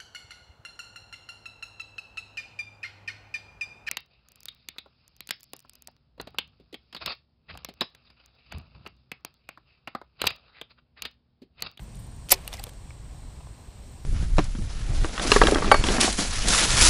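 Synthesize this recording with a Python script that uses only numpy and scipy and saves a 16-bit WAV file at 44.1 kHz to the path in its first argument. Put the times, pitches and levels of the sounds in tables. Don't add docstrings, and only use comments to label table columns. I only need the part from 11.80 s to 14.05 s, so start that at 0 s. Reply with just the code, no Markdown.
import sys
import numpy as np
from scipy import signal
from scipy.fft import rfft, irfft, next_fast_len
from scipy.io import wavfile
from scipy.ndimage import uniform_filter1d, map_coordinates

SR = 44100
rng = np.random.default_rng(int(sys.argv[2]) if len(sys.argv) > 2 else 0)


def voltage_ratio(decibels):
    exponent = np.asarray(decibels, float) / 20
    return 10 ** exponent


def digitize_waveform(pressure):
    field = np.atleast_2d(pressure).T
    bounded = np.clip(field, -1, 1)
    quanta = np.round(bounded * 32767).astype(np.int16)
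    wavfile.write(sys.argv[1], SR, quanta)


N = 99269


def unit(x):
    return x / np.sqrt(np.mean(x ** 2) + 1e-20)


def along(points, hz):
    f, v = np.transpose(points)
    return np.interp(np.log(hz + 1), np.log(f + 1), v, left=-120, right=-120)


def curves(rows):
    s, *cols = np.transpose(rows)
    return [np.interp(np.arange(N) / SR, s, c) for c in cols]


def wobble(rate):
    knots = rng.standard_normal(int(N * rate / SR) + 4)
    return map_coordinates(knots, [np.arange(N) * rate / SR])


def filtered(x, response):
    m = next_fast_len(x.shape[-1] + 8192)
    spectrum = rfft(x, m) * response(np.fft.rfftfreq(m, 1 / SR))
    return irfft(spectrum, m)[..., :x.shape[-1]]


def hump(x, centre_hz, width_hz):
    return filtered(x, lambda f: np.exp(-((f - centre_hz) / width_hz) ** 2))


def tone(hz):
    return np.sin(2 * np.pi * np.cumsum(hz) / SR)


def rush(spectrum, patchy_db):
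    z = signal.stft(rng.standard_normal(N + 512), nperseg=512)[2]
    field = uniform_filter1d(rng.standard_normal(z.shape), 6, 0)
    field = uniform_filter1d(field, 10, 1)
    x = signal.istft(z * voltage_ratio(patchy_db * unit(field)), nperseg=512)[1][:N]
    return unit(filtered(x, lambda hz: voltage_ratio(along(spectrum, hz))))


def clicks(rows, q, broad):
    rise_share, broad_reach = 0.0437, 2.9
    out, t = np.zeros(N + SR), np.arange(SR // 8) / SR
    noise = rng.standard_normal((len(rows), len(t)))
    for (s, db, hz, t60), grit in zip(rows, noise):

        def body(f):
            ring = 1j * f * hz / q / (hz * hz - f * f + 1j * f * hz / q)
            crack = broad * f / (f + 250) / (1 + 1j * f / (broad_reach * hz)) ** 2
            return crack + ring ** 2

        burst = grit * voltage_ratio(-60 * t / t60) * (1 - np.exp(-t / (rise_share * t60)))
        burst = filtered(burst, body)
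        energy = np.sum(burst ** 2) / (t60 * SR / 14)
        out[round(s * SR):][:len(t)] += voltage_ratio(db - 5.0) * burst / np.sqrt(energy)
    return out[:N]


def pings(rows):
    rise_share, rough_rad = .03, .55
    choke, cut = 1.556, 0.47
    out, t = np.zeros(N + SR), np.arange(SR // 8) / SR
    drift = uniform_filter1d(rng.standard_normal((len(rows), len(t))), size=40, axis=1)
    for (s, db, hz, t60), wander in zip(rows, drift):
        shape = voltage_ratio(db - 60 * (t / (cut * t60)) ** choke) * (1 - np.exp(-t / (rise_share * t60)))
        mode = np.sin(2 * np.pi * hz * t + rough_rad * unit(wander))
        out[round(s * SR):][:len(t)] += 1.324 * shape * mode
    return out[:N]


def far_traffic():
    # start_s, level_db
    swells = [(0, -1), (.3, 1), (.6, -0.5), (1, -1), (1.15, 1), (1.5, 1), (1.8, -1), (2.25, 0)]
    # pitch_hz, level_db (per Hz)
    colour = [(11, -26), (18, -8.5), (43, 0), (59, -1), (91, -9), (124, -7), (146, -13.5), (283, -25.5),
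              (300, -26), (390, -59.5), (660, -120)]
    drone_db, drone_fade_s = 5, .5
    swell_db, = curves(swells)
    rumble = voltage_ratio(-42.5 + swell_db + .6 * wobble(3)) * rush(colour, patchy_db=0.67)
    drone = hump(rumble, centre_hz=193, width_hz=70)
    fade = np.exp(-(np.arange(N) / SR / drone_fade_s) ** 2)
    return rumble + (voltage_ratio(drone_db) - 1) * fade * drone


def reeds():
    # pitch_hz, level_db (per Hz)
    colour = [(150, -27), (250, -1), (455, -5), (796, -6), (1080, -7.5), (1230, -13.5), (3720, -16.5),
              (4150, -17.5), (6500, -24.5), (8450, -22), (14300, -120)]
    return voltage_ratio(-56 + 0.32 * wobble(3.8)) * rush(colour, patchy_db=.8)


def insect_chorus():
    # pitch_hz, level_db (per Hz)
    colour = [(3820, -8.5), (6500, -10), (8150, 1), (8730, 0), (9630, -16), (10600, -17), (11600, -19),
              (14800, -19.5), (15500, -20)]
    return voltage_ratio(-61 + 0.76 * wobble(7.955)) * rush(colour, patchy_db=1.0)


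def crickets():
    # pitch_hz, width_hz, level_db
    singers = [
        (4180, 180, -75.5),
        (5600, 150, -74.5),
    ]
    far = np.zeros(N)
    for hz, width_hz, db in singers:
        far += voltage_ratio(db + wobble(4.7)) * unit(hump(rng.standard_normal(N), hz, width_hz))
    return far


def near_trill():
    # start_s, level_db
    loudness = [(0, -73), (.08, -68), (.14, -70), (.17, -65), (.3, -65.5), (.35, -68), (.5, -72),
                (.85, -69), (.95, -75), (1.1, -88)]
    chirps_per_s, first_s, duty = 40.2, .1615, .75
    level_db, = curves(loudness)
    cycle = (np.arange(N) / SR - first_s) * chirps_per_s % 1
    arch = np.sin(np.pi * np.clip(cycle / duty, 0, 1))
    hz = 8500 + 554 * arch + 90 * wobble(200)
    uneven_db = 3.5 * wobble(120) + 3 * wobble(500)
    return np.sqrt(np.abs(arch)) * tone(hz) * voltage_ratio(level_db + 7 + uneven_db)


def birds():
    # start_s, end_s, pitch_hz, level_db
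    calls = [
        (0, .16, 5940, -74),
        (.16, .48, 6810, -74.5),
        (.85, 1.25, 7150, -74),
    ]
    t = np.arange(N) / SR
    out = np.zeros(N)
    for start_s, end_s, hz, db in calls:
        gate = np.clip(np.minimum(t - start_s + .01, end_s - t) / .03, 0, 1)
        out += gate * voltage_ratio(db + 0.5 + 2.7 * wobble(25)) * tone(hz + 12 * wobble(30.23))
    return out


def faint_rustles():
    # start_s, level_db (peak), pitch_hz (centre), t60_s
    rustles = [(0, -58, 12500, .12), (.028, -53, 12500, 0.077), (.147, -44, 3500, .012),
               (.154, -41, 9000, 0.012), (.169, -43, 7000, 0.01), (.19, -53, 13500, .12),
               (.262, -56.5, 12000, .06), (.36, -57, 11900, 0.031), (1.295, -53.5, 3000, 0.0202),
               (1.446, -56, 3020, .015), (1.563, -49, 2700, .02), (1.606, -52, 2600, .03),
               (2.117, -54, 13500, .02), (2.235, -55, 11060, 0.018)]
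    return clicks(rustles, q=1.6, broad=0.075)


def clutch_slide():
    # start_s, level_db
    loudness = [(.484, -88.5), (.488, -49), (.502, -55.5), (.505, -33), (.52, -23), (.531, -26.5),
                (.54, -32.5), (.547, -39.5), (.56, -74.5)]
    # pitch_hz, level_db
    colour = [(200, -10.5), (700, -4), (1500, -7), (2500, 7), (5200, 2), (8000, -9), (14500, -14.5),
              (16000, -28.5)]
    slide_db, = curves(loudness)
    rasp = unit(voltage_ratio(1.83 * wobble(600)) * rush(colour, patchy_db=-1.5))
    return (np.arange(N) / SR < loudness[-1][0]) * voltage_ratio(slide_db) * rasp


def clutch_snap():
    # start_s, level_db (peak), pitch_hz (centre), t60_s
    contacts = [(.4875, -28, 3006, 0.0062), (.4932, -26, 9000, 0.006), (.4935, -25, 4800, .018),
                (.5036, -23.5, 5500, .012), (.5065, -15.5, 6000, 0.017), (.5108, -11, 6500, .007),
                (.5153, -7, 10500, .011), (.5186, 2, 10500, .009), (.5207, -6, 8000, .008),
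                (.5236, -2, 9500, .008), (.5285, -14.5, 11800, 0.012), (.5385, -25, 6020, .022),
                (.533, -25, 9030, .012), (.5425, -27.5, 4800, 0.02), (.558, -45, 4800, 0.0184),
                (.578, -41, 3000, 0.02), (.59, -46.5, 4500, .015)]
    # start_s, level_db (peak), pitch_hz, t60_s
    modes = [(.5108, -17, 5100, .012), (.5153, -18, 12800, .014), (.5156, -13, 10190, .014),
             (.5156, -17, 5060, .014), (.5186, -6, 14470, .01), (.5187, -9, 12300, .012),
             (.5208, -13, 13350, .012), (.5188, -19, 2350, .02), (.5188, -6, 7520, .013),
             (.5188, -12, 4800, .016), (.5207, -12, 5360, .014), (.5236, -3, 12550, .013),
             (.5236, -4, 11410, .013), (.5237, -9, 10120, .012), (.524, -15, 2990, .012),
             (.5256, -16.5, 798, .018), (.5282, -25, 2020, 0.018), (.5375, -24, 5350, .03),
             (.558, -49, 4900, .025)]
    return clicks(contacts, q=1.2, broad=0.68) + pings(modes)


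def hands_rub():
    # start_s, level_db
    loudness = [(.55, -48), (.6, -52), (.65, -53.5), (.72, -51.5), (.76, -53.5), (.88, -54), (.92, -83)]
    # pitch_hz, level_db
    colour = [(200, -25), (500, 6.5), (1500, -4), (2500, -1), (6000, -12), (10000, -19), (14500, -16.5),
              (16000, -28)]
    level_db, = curves(loudness)
    rub = unit(voltage_ratio(1.5 * wobble(200)) * rush(colour, patchy_db=-1))
    return (np.arange(N) / SR > .502) * voltage_ratio(level_db) * rub


def frame():
    # pitch_hz, level_db, t60_s
    modes = [(380, -16, .2), (456.6, -15, .08), (300, -9, .04), (550, 1, .05), (730, 3, .045),
             (1000, -1, .045), (885, -17, .13), (1078, -20, .14), (2200, 0, .045), (4943, 2, .035)]
    start_s, ring_db = .519, -17.5
    thud_hz, thud_db, thud_t60_s = 29, -28.5, 0.17
    out, t = np.zeros(N + SR), np.arange(SR // 2) / SR
    ring = np.zeros(len(t))
    for hz, db, t60 in modes:
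        ring += voltage_ratio(db - 60 * t / t60) * np.sin(2 * np.pi * hz * t + rng.uniform(0, 6.4))
    ring *= voltage_ratio(ring_db) * (1 - np.exp(-t / 0.0035))
    thud = voltage_ratio(thud_db - 60 * t / thud_t60_s) * np.sin(2 * np.pi * thud_hz * t)
    out[round(start_s * SR):][:len(t)] += ring + thud
    return out[:N]


def reel_ticks():
    # start_s, level_db (peak), pitch_hz (centre), t60_s
    ticks = [(.646, -42, 3940, 0.0207), (.671, -53, 6000, 0.01866), (.6772, -17, 10100, 0.0058),
             (.6775, -28, 3920, .012), (.683, -39, 3000, 0.014), (.719, -47, 9000, 0.0115),
             (.722, -40, 1500, 0.043), (.7288, -27.5, 4000, 0.012), (.7373, -25.5, 6640, 0.0049),
             (.738, -27, 2190, 0.021), (.7415, -31.5, 3480, 0.021), (.748, -37, 2500, 0.038),
             (.76, -47, 5000, 0.012), (.769, -35, 5000, 0.015), (.792, -38, 10500, .01),
             (.7948, -33.5, 4430, 0.019), (.829, -40, 3670, 0.045), (.836, -44, 5000, 0.015),
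             (.8392, -17.5, 11300, 0.0053), (.8392, -27, 4800, 0.0106), (.8675, -33.5, 3300, 0.0099),
             (.889, -41, 6940, 0.011), (.8925, -35, 3000, 0.016), (.935, -43, 2280, 0.011)]
    return clicks(ticks, q=2.34, broad=0.98)


def ticks_knocks_drips():
    # start_s, level_db (peak), pitch_hz, t60_s
    modes = [(.6772, -25, 8920, 0.011), (.6774, -29, 2910, 0.017), (.7286, -29.5, 3510, .015),
             (.7288, -32.5, 820, .015), (.733, -37, 3620, 0.017), (.7372, -31, 5400, .012),
             (.7372, -39, 2220, 0.016), (.7413, -35, 755, .03), (.779, -44, 2110, .03),
             (.786, -42, 1950, 0.049), (.792, -41, 4200, 0.022), (.7955, -35.5, 7880, 0.011),
             (.7955, -37, 2600, .012), (.7957, -36, 4700, .02), (.796, -36, 795, 0.063),
             (.8389, -31, 8910, 0.011), (.8389, -29, 12040, 0.01), (.8673, -41, 1160, 0.013),
             (.868, -39.5, 480, 0.052), (1.1042, -48, 5300, 0.013), (1.1045, -46.5, 1230, 0.018),
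             (1.105, -42, 2220, .032), (1.345, -44.5, 738, 0.032), (1.435, -52, 980, 0.029),
             (1.567, -49, 950, 0.043), (1.605, -45.5, 980, 0.03), (1.608, -47.5, 710, .035),
             (1.668, -47, 1030, .04), (1.67, -49.5, 590, 0.027)]
    return pings(modes)


def guide_whistle():
    # start_s, pitch_hz, level_db
    glide = [(1.71, 12000, -84), (1.76, 11810, -83), (1.824, 14040, -81), (1.876, 13190, -83),
             (1.966, 13860, -80), (1.996, 13690, -81), (2.056, 12640, -82), (2.08, 11770, -80),
             (2.106, 10800, -85)]
    hz, level_db = curves(glide)
    t = np.arange(N) / SR
    on = (t > glide[0][0]) & (t < glide[-1][0])
    return on * voltage_ratio(level_db + 4 + 2 * wobble(60)) * tone(hz + 40 * wobble(80))


def scene():
    bank = far_traffic() + reeds() + insect_chorus() + crickets() + near_trill() + birds()
    reel = clutch_slide() + clutch_snap() + hands_rub() + frame() + reel_ticks()
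    reel = filtered(reel, lambda f: 1 / (1 + (f / 15300) ** 16))
    mix = bank + faint_rustles() + reel + ticks_knocks_drips() + guide_whistle()
    return mix[None]


def band_limit(x):
    return signal.sosfilt(signal.butter(12, 15670, fs=SR, output="sos"), x)


def record(dry):
    limited = filtered(dry, lambda hz: 1 / (1 + (hz / 15450) ** 120))
    return band_limit(np.clip(limited, -1, 1))


dry = scene()
out = record(dry)
digitize_waveform(out)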